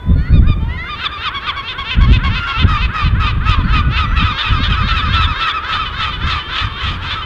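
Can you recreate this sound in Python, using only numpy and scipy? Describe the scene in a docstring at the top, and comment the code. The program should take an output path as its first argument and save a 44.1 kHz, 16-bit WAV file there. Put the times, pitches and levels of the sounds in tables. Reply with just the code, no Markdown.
"""A gust buffets the microphone over a faint mew, then a gull colony calls on a grassy island slope.
Close to the microphone, gulls trade high falling yelps, hoarse laughs that break upward and soft mews.
Each call is a stack of harmonics shaped by a throat spectrum; roughness makes it uneven and hissing.
Far birds are dull mews across the slope, and the slope's echoes are decaying sparse noise.
Behind them, shaped noise makes the sea wash and the wind rumble, which follows the gusts."""
import sys
import numpy as np
from scipy import signal
from scipy.fft import rfft, irfft
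from scipy.io import wavfile
from scipy.ndimage import uniform_filter1d, map_coordinates

SR = 44100
rng = np.random.default_rng(int(sys.argv[2]) if len(sys.argv) > 2 else 0)


def to_wav(sig):
    """Store sig (one row per channel, or 1-D mono) as 16-bit WAV at the path in sys.argv[1].

    Samples outside -1..1 are clipped; the rate is SR.
    """
    pcm = np.clip(np.atleast_2d(sig), -1, 1) * 32767
    pcm = np.round(pcm).astype(np.int16)
    wavfile.write(sys.argv[1], SR, pcm.T)  # frames by channels


N = 319725  # samples


def undb(db):
    """Decibels to gain."""
    return 10 ** (np.asarray(db) / 20)


def unit(x):
    """Scale to rms 1."""
    return x / np.sqrt(np.mean(x ** 2) + 1e-18)


def filtered(x, order, hz, kind="low"):
    """Butterworth filter run forward in time."""
    return signal.sosfilt(signal.butter(order, hz, kind, fs=SR, output="sos"), x)


def colour(hz, points):
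    """Gain of a (frequency [Hz], level [dB]) spectrum at the given frequencies."""
    point_hz, point_db = np.transpose(points)
    return undb(np.interp(np.log(hz + 1), np.log(point_hz), point_db))


def noise(points):
    """Noise with a given spectrum, at rms 1."""
    bins_hz = np.arange(N // 2 + 1) * SR / N
    spectrum = rfft(rng.standard_normal(N)) * colour(bins_hz, points)
    return unit(irfft(spectrum, N))


def wobble(size, hz):
    """Smooth random motion of spread about 1, mostly slower than hz."""
    knots = np.arange(size) * hz * 2 / SR
    values = rng.standard_normal(int(knots[-1]) + 4)
    return map_coordinates(values, [knots + 1], order=3, mode="nearest")


def add(track, start, sound):
    """Mix a sound in at its time in seconds."""
    i = int(start * SR)
    a, b = max(i, 0), min(i + len(sound), N)
    if b > a:
        track[a:b] += sound[a - i:b - i]


def drift(when, notes, first, last):
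    """A quality that moves evenly from a voice's first note to its last."""
    return np.interp(when, [notes[0][0], notes[-1][0]], [first, last])


def arch(length, first, middle, last):
    """A pitch arch through three points, and the note's progress from 0 to 1."""
    progress = np.linspace(0, 1, int(length * SR))
    curve = np.polyfit([0, .5, 1], [first, middle, last], 2)
    return np.polyval(curve, progress), progress


def swell(progress, attack, release):
    """Smooth onset and end, as shares of the note."""
    onset = np.sin(np.pi / 2 * np.clip(progress / attack, 0, 1))
    end = np.sin(np.pi / 2 * np.clip((1 - progress) / release, 0, 1))
    return onset * end


def resonance(x, hz, width_hz):
    """One resonance, gain 1 at its centre."""
    return signal.lfilter(*signal.iirpeak(hz, hz / width_hz, SR), x)


def syrinx(hz, rough, throat, bright_db=0, jitter=0.06, doubling=0.85, hiss_db=-24):
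    """Harmonics through the throat; driven hard, cycles go uneven, the period doubles and the tone rasps."""
    n = len(hz)
    waver, rasp, rattle = .007, .7, 1.1
    uneven_hz = hz * (1 + waver * wobble(n, 68.53) + jitter * rough * wobble(n, 295.9))
    phase = 2 * np.pi * np.cumsum(uneven_hz) / SR
    voice = np.zeros(n)
    # half-numbered partials belong to the doubled period
    for k in np.arange(2, int(2 * throat[-1][0] / hz.mean()) + 1) / 2:
        size = 1 if k % 1 == 0 else doubling * rough * (1 + wobble(n, 60))
        angle = k * phase + rng.uniform(-1.14, 1) * np.pi / 2  # the throat delays each partial differently
        partial = size * np.sin(angle) + rasp * rough * wobble(n, 216.9) * np.cos(angle)
        # effort lifts the treble; each overtone swells and fades as the beak and head move
        treble = np.interp(k * hz, [1300, 3400, 5200], [0, 1, .3])
        overtone_db = (bright_db + 3.2 * wobble(n, 14)) * treble
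        voice += partial * colour(k * hz, throat) * undb(overtone_db)
    hiss = filtered(rng.standard_normal(n), 2, [4620, 6840], "band")
    breathy = unit(voice) + undb(hiss_db) * rough * unit(hiss)
    # the membranes slap unevenly, chopping all harmonics at once
    slap = 1 + rattle * rough * np.tanh(wobble(n, 480))
    return unit(breathy * slap)


# Near yelps, by voice: (middle of note [s], level before its swell [dB])
YELP_RUNS = { "opening": [(.36, -32), (.505, -27.5), (.921, -23.5), (1.149, -26)], "steep": [(1.055, -16),
             (1.274, -17), (1.492, -17)], "flat": [(1.367, -20.5), (1.588, -21.5), (1.805, -21),
             (2.035, -21), (2.264, -19), (2.5, -19.5)], "high": [(2.479, -23), (4.935, -19.5),
             (5.195, -16.5), (5.448, -17)], "clear": [(2.732, -17), (2.991, -17), (3.247, -18),
             (3.508, -17), (3.772, -16.5), (4.02, -18), (4.292, -18), (4.552, -19), (4.802, -19),
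             (5.052, -19.5), (5.304, -18.5), (5.565, -18.5), (5.816, -18.5)], "harsh": [(4.199, -17.5),
             (4.462, -19.5), (4.727, -19.5), (4.985, -19), (5.238, -18.5), (5.495, -17.5)],
             "long": [(5.74, -19), (6.046, -20), (6.331, -19), (6.606, -21), (6.89, -23), (7.1, -27.5)],
             "fading": [(6.668, -26), (7.188, -25.5)]}
# How each yelping voice drifts from its first note to its last, before the shaping inside each note:
# (first pitch [Hz], last pitch [Hz], fall within a note [0-1], first length [s], last length [s],
#  first roughness [0-1], last roughness [0-1], first overtone lift [dB], last overtone lift [dB])
YELPERS = { "opening": (1222, 1205, 0.065, .085, .082, 0.071, 0.16, 13.5, 3.1),
           "steep": (1380, 1290, 0.24, .046, .05, 0.32, .14, 9.6, 1.2),
           "flat": (1108, 1088, 0.036, .06, .066, .14, 0.44, 4.2, 6),
           "high": (1410.5, 1340.5, .095, 0.28, 0.1149, 0.33, .28, -6, 2),
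           "clear": (1290.5, 1329.5, .134, 0.1234, 0.0629, 0.38, 0.16, -3, -3.5),
           "harsh": (1335, 1255, .14, .092, .062, 0.33, .58, 6, 10.4),
           "long": (1324.5, 1309.5, .128, 0.13, 0.19, 0.48, 0.74, -7.5, 7.5),
           "fading": (1279, 1335, .15, 0.02, .094, .2, .25, -14, -17)}
# the last voice in both tables goes by "dull": soft yelps with weak overtones
YELP_RUNS["dull"] = YELP_RUNS.popitem()[1]
YELPERS["dull"] = YELPERS.popitem()[1]


def yelping_gulls(lead_top_hz=3000, lead_s=.08, lead_db=-8, lead_ceiling_db=-27):
    """Runs of near yelps that drift in pitch, length and tone, each led in by a soft rising note an octave below."""
    out = np.zeros(N)
    for name, notes in YELP_RUNS.items():
        hz0, hz1, fall, length0, length1, rough0, rough1, bright0, bright1 = YELPERS[name]
        for when, db in notes:
            hz = drift(when, notes, hz0, hz1)
            length = drift(when, notes, length0, length1)
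            rough = drift(when, notes, rough0, rough1)
            bright_db = drift(when, notes, bright0, bright1)
            start, last = when - length / 2, hz * (1 - fall)
            add(out, start, undb(db) * yelp(length, hz, last, rough, bright_db))
            lead = mew(lead_s, 0.36 * last, .47 * last, .51 * last, beak_hz=1515, beak_width_hz=590,
                       beak_db=11.5, overtone_db=-9.5)
            lead = filtered(lead, 2, lead_top_hz)  # the beak is still half shut
            add(out, start - .62 * lead_s, undb(min(db + lead_db, lead_ceiling_db)) * lead)
    return out


# Throat colour of the high register: (frequency [Hz], level [dB])
HIGH_THROAT = [(550, -18), (1050, 0), (1300, -0.5), (1800, -5), (2450, -8), (3450, -6.5), (4100, -21.5),
               (4800, -20.5), (6200, -43), (10000, -63.5)]


def yelp(length, first, last, rough, bright_db, bow=0.02957, opening_db=7):
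    """A high note sagging at both ends, brightest as the beak gapes, clearing as the pressure drops."""
    hz, progress = arch(length, first, (1 + bow) * (first + last) / 2, last)
    hz = hz * (1 - .035 * (2 * progress - 1) ** 6)
    gape_db = bright_db + opening_db * (np.sin(np.pi * progress) - .75)
    clearing = np.clip(rough, 0, 1) * (1.25 - .7 * progress)
    return syrinx(hz, clearing, HIGH_THROAT, gape_db) * swell(progress, .28, .28)


# Near laughs, by voice: (crest time [s], level before its contour and swell [dB])
LAUGH_RUNS = { "low": [(1.019, -26), (1.245, -23), (1.48, -25), (1.7, -22.5), (1.919, -19), (2.141, -20.5),
              (2.365, -20.5), (2.604, -18.5), (2.83, -20.5), (3.055, -24), (3.282, -22), (3.521, -21),
              (3.765, -21.5), (3.985, -18.5), (4.251, -21.5), (4.5, -23), (4.755, -29), (5.001, -30)],
              "strained": [(4.399, -18.5), (4.648, -19.5), (4.895, -20.5), (5.149, -19), (5.416, -20.5),
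              (5.74, -20.5), (6.025, -22), (6.316, -20.5), (6.595, -20), (6.876, -24.5), (7.121, -22.5)],
              "middle": [(5.319, -23.5), (5.605, -21.5), (6.682, -25.5)], "clean": [(5.868, -23),
              (6.14, -23), (6.403, -24), (6.534, -26), (6.808, -25), (7.23, -27)]}
# Each laughing voice; a negative climb leaves only a scrap of the note after its crest time:
# (first nominal crest pitch [Hz], last nominal crest pitch [Hz], climb [s], level at climb start [dB],
#  hoarseness [factor], beak resonance [Hz], beak level [dB])
LAUGHERS = { "low": (523, 507, .092, -6, 1, 2700, -4), "strained": (612, 594, 0.1264, -6, 1.98, 3499, -8),
            "middle": (585, 562, -0.04, -6.5, 1.6, 3301.5, -12.5),
            "clean": (506, 514, 0.35, -13, 0.65, 3061, -4)}


def laughing_gulls():
    """Runs of near laughing notes; each voice repeats one shape while its pitch drifts."""
    out = np.zeros(N)
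    for name, notes in LAUGH_RUNS.items():
        hz0, hz1, climb, climb_db, hoarse, beak_hz, beak_db = LAUGHERS[name]
        for crest, db in notes:
            crest_hz = drift(crest, notes, hz0, hz1)
            note = laugh(climb, crest_hz, climb_db, hoarse, beak_hz, beak_db)
            add(out, crest - climb, undb(db) * note)
    return out


# Throat colour of the low register, also used by the mews: (frequency [Hz], level [dB])
LOW_THROAT = [(480, -24.5), (950, -8), (1450, -2.5), (2150, -4.5), (2750, -5.5), (3200, -2), (3600, -2),
              (4150, -9), (4900, -21), (7500, -43.5)]


def laugh(climb, crest_hz, climb_db, hoarse, beak_hz, beak_db, fall=0.0445, knee=.017, dull_db=-14,
          beak_width_hz=260):
    """A clean climbing note that brightens, breaks upward to a loud, hoarse crest and sags."""
    t = np.arange(-climb, fall, 1 / SR)  # seconds from the crest
    pitch_times = [-climb, -(knee + climb) / 2, -knee, -knee / 2, 0, fall / 2, fall]
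    hz = crest_hz * np.interp(t, pitch_times, [.73, .86, .895, 1.0, .995, .98, .82])
    rough = hoarse * np.interp(t, [-1.3 * knee, -knee / 2, 0, fall], [.04, .32, .13, .25])
    bright_db = np.interp(t, [-climb, -knee, fall / 2, fall], [dull_db, 0, 0, dull_db / 2])
    voice = syrinx(uniform_filter1d(hz, size=300), rough, LOW_THROAT, bright_db)
    voice = unit(voice + undb(beak_db) * unit(resonance(voice, beak_hz, beak_width_hz)))
    contour_db = np.interp(t, [-climb, -knee, 0, fall], [climb_db, climb_db / 2, 0, -5])
    return voice * undb(contour_db) * swell((t + climb) / (climb + fall), .25, .17)


# Near drawn-out mews: (start [s], length [s], first pitch [Hz], middle pitch [Hz], last pitch [Hz],
#  level before its swell [dB], beak resonance [Hz], second resonance relative to the note [dB])
SINGLE_MEWS = [(-.03, .19, 490, 500.6, 516, -41.5, 1040, -6.5), (0.141, .24, 708, 727, 709, -39, 1350, -12),
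               (0.171, 0.13, 558, 623, 706, -36, 1990, -38), (.592, 0.19, 437, 472, 527, -37.5, 900, -9),
               (0.681, .1, 605, 683, 712, -31.5, 2010, -42), (0.767, 0.13, 614, 686, 698, -26.5, 1980, -43),
               (3.529, .1, 537, 532, 462, -26.5, 1054, -15), (3.632, .11, 468, 527, 513, -30.5, 1344, -15),
               (4.04, .16, 648, 655, 611, -31, 1850, -30)]


def mewing_gulls(upper_ratio=3.27, upper_width_hz=380):
    """Single near mews; in some the beak's second resonance whistles."""
    out = np.zeros(N)
    for start, length, first, middle, last, db, beak_hz, upper_db in SINGLE_MEWS:
        note = mew(length, first, middle, last, beak_hz, beak_db=7, overtone_db=-6)
        upper_hz = upper_ratio * beak_hz
        whistle = resonance(note, upper_hz, upper_width_hz)
        whistle = unit(resonance(whistle, upper_hz, upper_width_hz))
        add(out, start, undb(db) * (note + undb(upper_db) * whistle))
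    return out


def mew(length, first, middle, last, beak_hz, beak_width_hz=200, beak_db=6, overtone_db=-5):
    """A soft, clean low note whose harmonics are reinforced by one beak resonance."""
    hz, progress = arch(length, first, middle, last)
    voice = syrinx(hz, .05, LOW_THROAT, bright_db=overtone_db)
    beak = unit(resonance(voice, beak_hz, beak_width_hz))
    return unit(voice + undb(beak_db) * beak) * swell(progress, .18, .15)


def far_gulls(count=80, far_db=-36, calm_db=-13, air_hz=2400):
    """Mews across the slope, spread over the whole scene and growing over the first 4 s; distance dulls them."""
    out = np.zeros(N)
    for i, (when, size, pitch, bend, distance) in enumerate(rng.random((count, 5))):
        start = (i + when) / count * N / SR
        hz = 400 + 280 * pitch
        note = mew(.1 + 0.12 * size, hz * (.8 + .2 * bend), hz, .88 * hz, beak_hz=900 + 700 * bend)
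        joining_db = np.interp(start, [.4, 4], [calm_db, 0])
        add(out, start, note * undb(far_db - 2 * distance + joining_db))
    return filtered(out, 1, air_hz)


def slope(x, t60=0.72, top_hz=3000):
    """Open ground returns a thin, dull scatter of echoes."""
    t = np.arange(SR) / SR
    # cubing makes a few echoes stand out; none returns within 6 ms
    echoes = rng.standard_normal(SR) ** 3 * undb(-60 * t / t60) * (t > .006)
    echoes = filtered(echoes, 2, top_hz)
    return signal.fftconvolve(x, echoes / np.linalg.norm(echoes))[:N]


# Spectrum of the rumble at the microphone: (frequency [Hz], level [dB])
WIND_SPECTRUM = [(12, -35.5), (20, -5), (54, 1.5), (81, 1.5), (137, -9), (260, -21.5), (379, -34),
                 (650, -44), (840, -72), (1430, -120)]


def wind(eddy_db=2.5, flutter_db=4.0, eddy_hz=130):
    """Gusts set the rumble's level; eddies buffet it and make its upper part flutter."""
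    rumble = noise(WIND_SPECTRUM)
    rumble = rumble / np.sqrt(uniform_filter1d(rumble ** 2, size=4000))  # even out its own swells
    upper = signal.sosfiltfilt(signal.butter(2, eddy_hz, "high", fs=SR, output="sos"), rumble)
    buffet = rumble + upper * (undb(flutter_db * wobble(N, 22)) - 1)
    return buffet * gust_strength() * undb(eddy_db * wobble(N, 14))


# Gusts on the microphone: (arrival at full strength [s], hold [s], level before eddies [dB])
GUST_TIMES = [(0.102, 0.087, -10.5), (0.342, .14, -7.5), (0.597, 0.11, -15), (1.995, 0.13, -9),
              (2.202, 0.18, -17), (2.623, 0.06, -10), (2.777, 0.092, -15.5), (3.057, 0.82, -12.5),
              (4.0, 0.25, -13.5), (4.497, 0.42, -14.5), (5.037, 0.24, -15), (5.74, 0.48, -25.5),
              (6.24, 0.054, -16.5), (6.637, 0.028, -19), (6.847, 0.087, -20), (7.015, .23, -28.5)]


def gust_strength(attack_s=0.072, decay_s=0.076, lull_db=-33):
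    """Each gust builds quickly, holds and dies away into a light breeze."""
    t = np.arange(N) / SR
    strength = np.full(N, undb(lull_db))
    for arrival, hold, db in GUST_TIMES:
        build = np.clip(1 + (t - arrival) / attack_s, 0, 1)
        die = np.exp(-np.clip(t - arrival - hold, 0, 1) / decay_s)
        strength = np.maximum(strength, undb(db) * build * die)
    return strength


# Spectrum of the sea below the slope: (frequency [Hz], level [dB])
SEA_SPECTRUM = [(30, -14.5), (100, -3.5), (380, 1), (700, -7.5), (2000, -12), (4000, -36), (6500, -38.5),
                (15000, -42.5)]


def sea_wash(sea_db=-39):
    """Broad noise from below the slope, its level wandering slowly."""
    return noise(SEA_SPECTRUM) * undb(sea_db + 0.55 * wobble(N, 1.3))


def scene(echo_db=-17):
    """Near and far gulls, their echoes, wind and sea wash."""
    near = yelping_gulls() + laughing_gulls() + mewing_gulls()
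    far = far_gulls()
    echoes = slope(undb(echo_db) * near + far / 2)
    return (near + far + echoes + wind() + sea_wash())[None]


def record(dry, ceiling=.92, top_hz=15700):
    """The recorder rounds the highest peaks and cuts the top."""
    rounded = dry / (1 + (dry / ceiling) ** 8) ** (1 / 8)
    return signal.sosfilt(signal.ellip(8, .2, 70, top_hz, fs=SR, output="sos"), rounded)


dry = scene()
out = record(dry)
to_wav(out)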